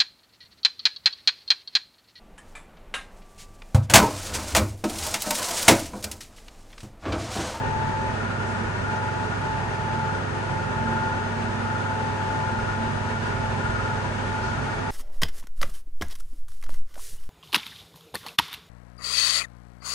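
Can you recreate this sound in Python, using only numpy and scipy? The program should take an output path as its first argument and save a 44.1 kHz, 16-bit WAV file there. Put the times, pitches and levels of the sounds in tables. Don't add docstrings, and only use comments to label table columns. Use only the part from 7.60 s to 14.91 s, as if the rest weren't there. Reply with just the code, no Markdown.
import sys
import numpy as np
from scipy import signal
from scipy.fft import rfft, irfft
from scipy.io import wavfile

SR = 44100
rng = np.random.default_rng(int(sys.argv[2]) if len(sys.argv) > 2 else 0)


def to_wav(s):
    ch = np.atleast_2d(s).T
    pcm = np.round(np.clip(ch, -1, 1) * 32767)
    wavfile.write(sys.argv[1], SR, pcm.astype(np.int16))


N = 322192
TIME = np.arange(N) / SR
BINS_HZ = np.fft.rfftfreq(N, 1 / SR)


def gain_of(db):
    return 10 ** (np.asarray(db) / 20)


def evened(x):
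    return x / np.sqrt(np.mean(abs(x) ** 2) + 1e-20)


def read(points):
    hz, value = np.transpose(points)
    return np.interp(np.log(BINS_HZ + 1), np.log(hz + 1), value)


def follow(rows):
    s, *columns = np.transpose(rows)
    return [np.interp(TIME, s, column) for column in columns]


def white():
    return rng.standard_normal(len(BINS_HZ)) + 1j * rng.standard_normal(len(BINS_HZ))


def drift(rate_hz):
    lowpass = np.exp(-(BINS_HZ / rate_hz) ** 2 / 2)
    return evened(irfft(white() * lowpass, N))


def flutter(rate_hz):
    return evened(drift(rate_hz) + 1j * drift(rate_hz))


def spin(hz):
    turns = np.cumsum(hz * np.ones(N)) / SR
    return np.sqrt(2) * np.exp(2j * np.pi * (turns + rng.random()))


def ports(pan_db):
    pair = gain_of(np.array([pan_db, -pan_db]).reshape(2, -1) / 2)
    return pair / np.sqrt(np.mean(pair ** 2, 0))


def place(tone, pan_db, lead):
    return ports(pan_db) * np.array([tone * np.exp(1j * lead), tone]).real


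def cab_ripple(decay_s, depth):
    echoes = rng.standard_normal(N) * np.exp(-TIME / decay_s)
    response = abs(evened(rfft(echoes)))
    dense = BINS_HZ ** 2 / (BINS_HZ ** 2 + 600 ** 2)
    return evened((response + 0.14) ** (depth * dense))


# f/Hz, density/dB per Hz
AIR_SPECTRUM = [(15, -85.5), (24.0, -66), (55.0, -59), (95.0, -65), (150.0, -59.5), (167, -61),
                (290.0, -70.5), (400.0, -67), (700.0, -69.5), (930.0, -61.5), (1120.0, -69), (1780.0, -67),
                (2080, -73.5), (2400, -74.5), (2850.0, -76), (3250, -79), (3650, -80.5), (4300, -84),
                (4950, -84), (5350, -86.5), (5900, -86), (6500, -87), (7700.0, -92.5), (9600.0, -88.5)]
AIR_DB = -29
# f/Hz, width/Hz, lift/dB, left-right/dB
CAB_MODES = [(39.5, 3, 9.5, 1), (56, 3, 10, -4), (79.7, 5.8, 9.5, -4.5), (145, 14, 3.5, -7.5),
             (193.3, 16, 6.5, -6), (255.3, 17.4, 13.5, -11.5), (315.8, 10, 10, -4.5), (334.2, 7, 11, 3.5),
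             (369, 26, 10.5, -2), (392, 14, 9.5, 0), (429.5, 18.6, 10.5, -0.5), (508, 14, 8, 10),
             (536.6, 6, 13, -8), (580, 69, 3, 3.5), (615, 6.5, 11.5, 12), (641, 3.5, 10.5, -10.5),
             (666, 6, 11, -0.5), (661, 193, 5, 2), (814, 28, 6, -2.5), (978, 8.8, 5.5, 9),
             (1080, 130, 0.5, -14.5), (1178, 40, 6.5, 2), (1285, 42, 5.5, 7), (1430, 92, 5, 4),
             (1500, 65, 5, 13), (1634, 40, 4.5, 1), (1796, 29, 6, 0.5), (1850, 41, 4, 3.5),
             (2226, 120, 2, -6), (2940, 250, 0, -2.5), (6200, 300, 0.5, 3), (7130, 300, 2, 1.5)]
# f/Hz, left-right/dB
AIR_BALANCE = [(50, -7.5), (130, -8.5), (190, 0), (300, 2.5), (450, -8.5), (700, 6), (1300, 2.5),
               (2000, 1.5), (4000, 0), (7000, 4.5), (9000, -1)]
# f/Hz, likeness (negative = opposed)
PORT_LIKENESS = [(150, 1), (240, 0.63), (340, 0.13), (500, 0.1), (850, 0.084), (1400, 0.079), (2100, -0.33),
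                 (2600, 0.21), (3400, -0.27), (4300, 0.28), (5300, -0.22), (6400, 0.39), (8200, 0.39),
                 (9700, -1.04)]
# t/s, treble gain/dB
TREBLE_CURVE = [(0, -0.5), (2, -0.45), (3.8, -0.4), (5.5, 0.5), (6.8, 0.9), (7.31, 0)]
# t/s, gain/dB
RUMBLE_CURVE = [(0, 0), (.25, 1), (.7, -2), (1.7, -8), (2.7, -3.5), (3.4, -6), (4.2, -6), (4.9, 0),
                (5.7, 2), (6.6, 2), (7.31, 0)]


def rush():
    same = np.clip(read(PORT_LIKENESS), -1, 1)
    left = white()
    right = same * left + np.sqrt(1 - same ** 2) * white()
    power = ports(read(AIR_BALANCE)) ** 2
    for hz, width_hz, lift_db, pan_db in CAB_MODES:
        bell = 1 / (1 + ((BINS_HZ - hz) / width_hz) ** 2 * 2) ** 2
        power = power + abs(gain_of(lift_db) ** 2 - 1) * bell * ports(pan_db) ** 2
    ripple = np.array([cab_ripple(decay_s=0.077, depth=0.78) for side in range(2)])
    colour = np.sqrt(power) * ripple * gain_of(read(AIR_SPECTRUM))
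    noise = evened(irfft(np.array([left, right]) * colour, N))

    rumble = irfft(rfft(noise) / (1 + (BINS_HZ / 66) ** 6), N)
    hiss = noise - irfft(rfft(noise) / (1 + (BINS_HZ / 2300) ** 6), N)
    body = noise - rumble - hiss
    treble_db, = follow(TREBLE_CURVE)
    rumble_db, = follow(RUMBLE_CURVE)
    unsteadiness = gain_of(0.49 * drift(rate_hz=13.0))
    air = (body + hiss * gain_of(treble_db)) * unsteadiness
    return gain_of(AIR_DB) * (air + rumble * gain_of(rumble_db))


# t/s, rotation rate/Hz
FAN_SPEED = [(0, 20.45), (.9, 20.45), (1.6, 21.15), (2.3, 20.42), (4.7, 20.48), (5.6, 20.75), (6.4, 20.36),
             (7.31, 20.36)]


def fan_turn(peak_s=3.382):
    turns_hz, = follow(FAN_SPEED)
    turns = np.cumsum(turns_hz) / SR
    jitter = 0.32 * drift(rate_hz=4.0)
    return 2 * np.pi * (turns - np.interp(peak_s, TIME, turns)) + jitter


# left level/dB, right level/dB, unsteadiness/share
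MAINS_LINES = [(-36, -31, 0.057), (-46.5, -38, 0.46), (-54.5, -46.5, 0.69)]
# left level/dB, right level/dB, unsteadiness/share
MAINS_OCTAVE = (-57.5, -46.5, .55)
# t/s, gain/dB
HUM_SWELL = [(0, -1), (3.5, -1), (5, -0.3), (6.1, 1), (7.31, -2)]
# t/s, level/dB
MOTOR_LEVEL = [(0, -60), (1.2, -46), (2.5, -42.5), (4.1, -45), (4.6, -53), (7.31, -56)]
MAINS_HZ, MOTOR_HZ = 99.9, 173.5


def hum(turn, knock_lead=2.28):
    mains = spin(MAINS_HZ)
    lines = []
    for order, row in enumerate(MAINS_LINES):
        sideband = mains * np.exp(1j * order * (turn + knock_lead))
        lines.append((sideband, *row))
    lines.append((spin(2 * MAINS_HZ), *MAINS_OCTAVE))
    out = np.zeros((2, N))
    for tone, left_db, right_db, unsteady in lines:
        unsteady_tone = tone * evened(1 + unsteady * flutter(rate_hz=1.8))
        out += gain_of([[left_db], [right_db]]) * unsteady_tone.real
    swell_db, = follow(HUM_SWELL)
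    motor_db, = follow(MOTOR_LEVEL)
    motor_tone = spin(MOTOR_HZ + 0.4 * drift(rate_hz=1.7)).real
    motor = ports(pan_db=-15.5) * gain_of(motor_db) * motor_tone
    return out * gain_of(swell_db) + motor


# t/s, level/dB
WHINE_LEVEL = [(0, -32.5), (.12, -29.5), (.36, -31.5), (.5, -31), (.6, -48), (.7, -42.5), (.87, -40),
               (.95, -35.5), (1.05, -44), (1.2, -49), (1.33, -31), (1.48, -32), (1.64, -34), (1.77, -49),
               (1.82, -33.5), (1.93, -29), (2.08, -38.5), (2.18, -35.5), (2.25, -32.5), (2.43, -30.5),
               (2.58, -34), (2.67, -59), (2.76, -34), (2.85, -47), (2.92, -31), (3.03, -36.5), (3.2, -31.5),
               (3.36, -30), (3.46, -30.3), (3.58, -33), (3.7, -40.5), (3.77, -35), (4.02, -40.5),
               (4.12, -31.5), (4.22, -39), (4.3, -31), (4.47, -32.5), (4.56, -34), (4.78, -30.5),
               (5.0, -34), (5.1, -39.5), (5.23, -31.5), (5.35, -38.5), (5.5, -34.5), (5.61, -44.5),
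               (5.85, -33), (5.97, -37), (6.2, -42.5), (6.33, -32), (6.52, -44), (6.77, -32), (7.04, -44.5),
               (7.09, -36), (7.18, -45), (7.31, -34.5)]
# t/s, f/Hz
WHINE_PITCH = [(0, 879.2), (0.96, 872.7), (1.45, 867.5), (1.9, 874.7), (2.9, 874.5), (3.36, 877.7),
               (3.8, 873.8), (7.31, 873.8)]
# t/s, left-right/dB
WHINE_BALANCE = [(0, 13), (.5, 2), (1.5, 1.5), (2.3, 2), (3.4, 3.5), (4.4, 5), (5.3, 9), (6, 4), (7.31, 1)]
WANDER_HZ, WANDER_RATE_HZ = 0.41, 1.88
WHINE_ROUGHNESS = 0.06


def whine(pulsing=0.079):
    db, = follow(WHINE_LEVEL)
    hz, = follow(WHINE_PITCH)
    pan_db, = follow(WHINE_BALANCE)
    turns_hz, = follow(FAN_SPEED)
    tone = spin(hz + WANDER_HZ * drift(rate_hz=WANDER_RATE_HZ))
    tone = tone * evened(1 + WHINE_ROUGHNESS * flutter(rate_hz=13.0))
    pulses = 1 + pulsing * spin(2 * turns_hz).real
    return place(gain_of(db) * tone * pulses, pan_db, lead=0.77)


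# t/s, level/dB
THROB_LEVEL = [(0, -52), (.45, -46), (.65, -36), (1.08, -39.5), (1.3, -33), (1.58, -39.5), (1.7, -35),
               (2.08, -46.5), (2.5, -34), (2.77, -43.5), (3.27, -32.5), (3.5, -32.5), (3.7, -40),
               (3.83, -47.5), (4.1, -34), (4.27, -34), (4.45, -43), (4.75, -36.5), (5.07, -34.5),
               (5.35, -41), (5.55, -37.5), (5.78, -34), (5.93, -46), (6.06, -31.5), (6.3, -33.5),
               (6.52, -43), (6.85, -33.5), (7.1, -38), (7.31, -45)]
# f/Hz, width/Hz, level against the fan tone/dB, lead/rad
RUB_MODES = [(1428, 28, -11, 0), (1460, 8, -11, 0), (1288, 45, -9.5, 1.2), (1590, 45, -14, 2),
             (1000, 30, -12, .3)]
THROB_HZ, THROB_SWING_HZ = 1415, 11
THROB_DEPTH_DB = 6


def throb(turn, trim_db=-1.5, unsteady=0.14, rise_lead=0.45):
    db, = follow(THROB_LEVEL)
    hz = THROB_HZ + THROB_SWING_HZ * np.sin(turn + rise_lead) + 3 * drift(rate_hz=4.08)
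    pulses = gain_of(THROB_DEPTH_DB * np.cos(turn)) * (1 + unsteady * flutter(rate_hz=11))
    out = place(spin(hz) * evened(pulses), pan_db=3.0, lead=1.66)
    for mode_hz, width_hz, mode_db, lead in RUB_MODES:
        bell = np.exp(-((BINS_HZ - mode_hz) / width_hz) ** 2 / 2)
        band = irfft(np.array([white(), white()]) * bell, N)
        rasp = band * gain_of(THROB_DEPTH_DB * np.cos(turn + lead))
        out = out + ports(pan_db=2.0) * gain_of(mode_db) * evened(rasp)
    return gain_of(db + trim_db) * out


# t/s, level/dB
DRONE_LEVEL = [(0, -51), (.23, -37.5), (.35, -51.5), (.63, -36), (.74, -41), (1.02, -36), (1.13, -43),
               (1.25, -42.5), (1.7, -46.5), (2.2, -45.5), (2.37, -34), (2.53, -46.5), (3.14, -40),
               (3.25, -31.5), (3.38, -32.5), (3.58, -42.5), (3.68, -34.5), (3.8, -36), (4.03, -34.5),
               (4.2, -39.5), (4.5, -39), (4.75, -44.5), (4.97, -34), (5.13, -40), (5.2, -31.5), (5.38, -40),
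               (5.58, -36.5), (5.7, -40.5), (5.82, -38.5), (6.12, -36.5), (6.23, -44), (6.78, -39),
               (7.31, -45.5)]
DRONE_HZ = 227.4


def drone(trim_db=-0.7, unsteady=0.16):
    db, = follow(DRONE_LEVEL)
    tone = spin(DRONE_HZ + 1.27 * drift(rate_hz=3.1))
    tone = tone * evened(1 + unsteady * flutter(rate_hz=13))
    return ports(pan_db=-5.5) * gain_of(db + trim_db) * tone.real


# t/s, level/dB
BOOM_LEVEL = [(0.0, -46), (0.28, -32.5), (0.34, -47), (1.2, -37.5), (1.3, -49), (1.53, -40), (1.77, -50),
              (1.83, -34), (2.38, -40), (2.79, -53), (2.93, -28.5), (2.97, -40.5), (5.27, -42.5),
              (6.08, -40), (6.17, -46), (6.33, -38), (6.37, -57), (6.47, -39), (6.92, -42), (7.06, -32),
              (7.1, -39), (7.31, -46)]
BOOM_HZ = 140


def boom(trim_db=-1.0, wander_hz=3, unsteady=0.21):
    db, = follow(BOOM_LEVEL)
    tone = spin(BOOM_HZ + wander_hz * drift(rate_hz=4))
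    tone = tone * evened(1 + unsteady * flutter(rate_hz=8.2))
    return ports(pan_db=-6.5) * gain_of(db + trim_db) * tone.real


# t/s, level at the crest/dB, centre f/Hz, width/octaves, decay/s
BRUSHES = [(.86, -50.5, 7300, 0.6, .042), (6.81, -48.5, 4500, 0.45, 0.07)]


def brushes():
    out = np.zeros((2, N))
    for s, db, hz, octaves, decay_s in BRUSHES:
        colour = np.exp(-(np.log2((BINS_HZ + 1) / hz) / octaves) ** 2 / 2)
        hiss = evened(irfft(np.array([white(), white()]) * colour, N))
        age = np.maximum(TIME - s, 0) / decay_s
        envelope = np.sqrt(2 * age) * np.exp(1 / 2 - age)
        out += gain_of(db) * hiss * envelope
    return out


def scene():
    air, turn = rush(), fan_turn()
    return air + hum(turn) + whine() + throb(turn) + drone() + boom() + brushes()


EDGE_HZ = 9750


def record(dry):
    lowpass = signal.firwin(511, EDGE_HZ, window=("kaiser", 9), fs=SR)
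    return signal.oaconvolve(dry, lowpass[None], "same")


dry = scene()
out = record(dry)
to_wav(out)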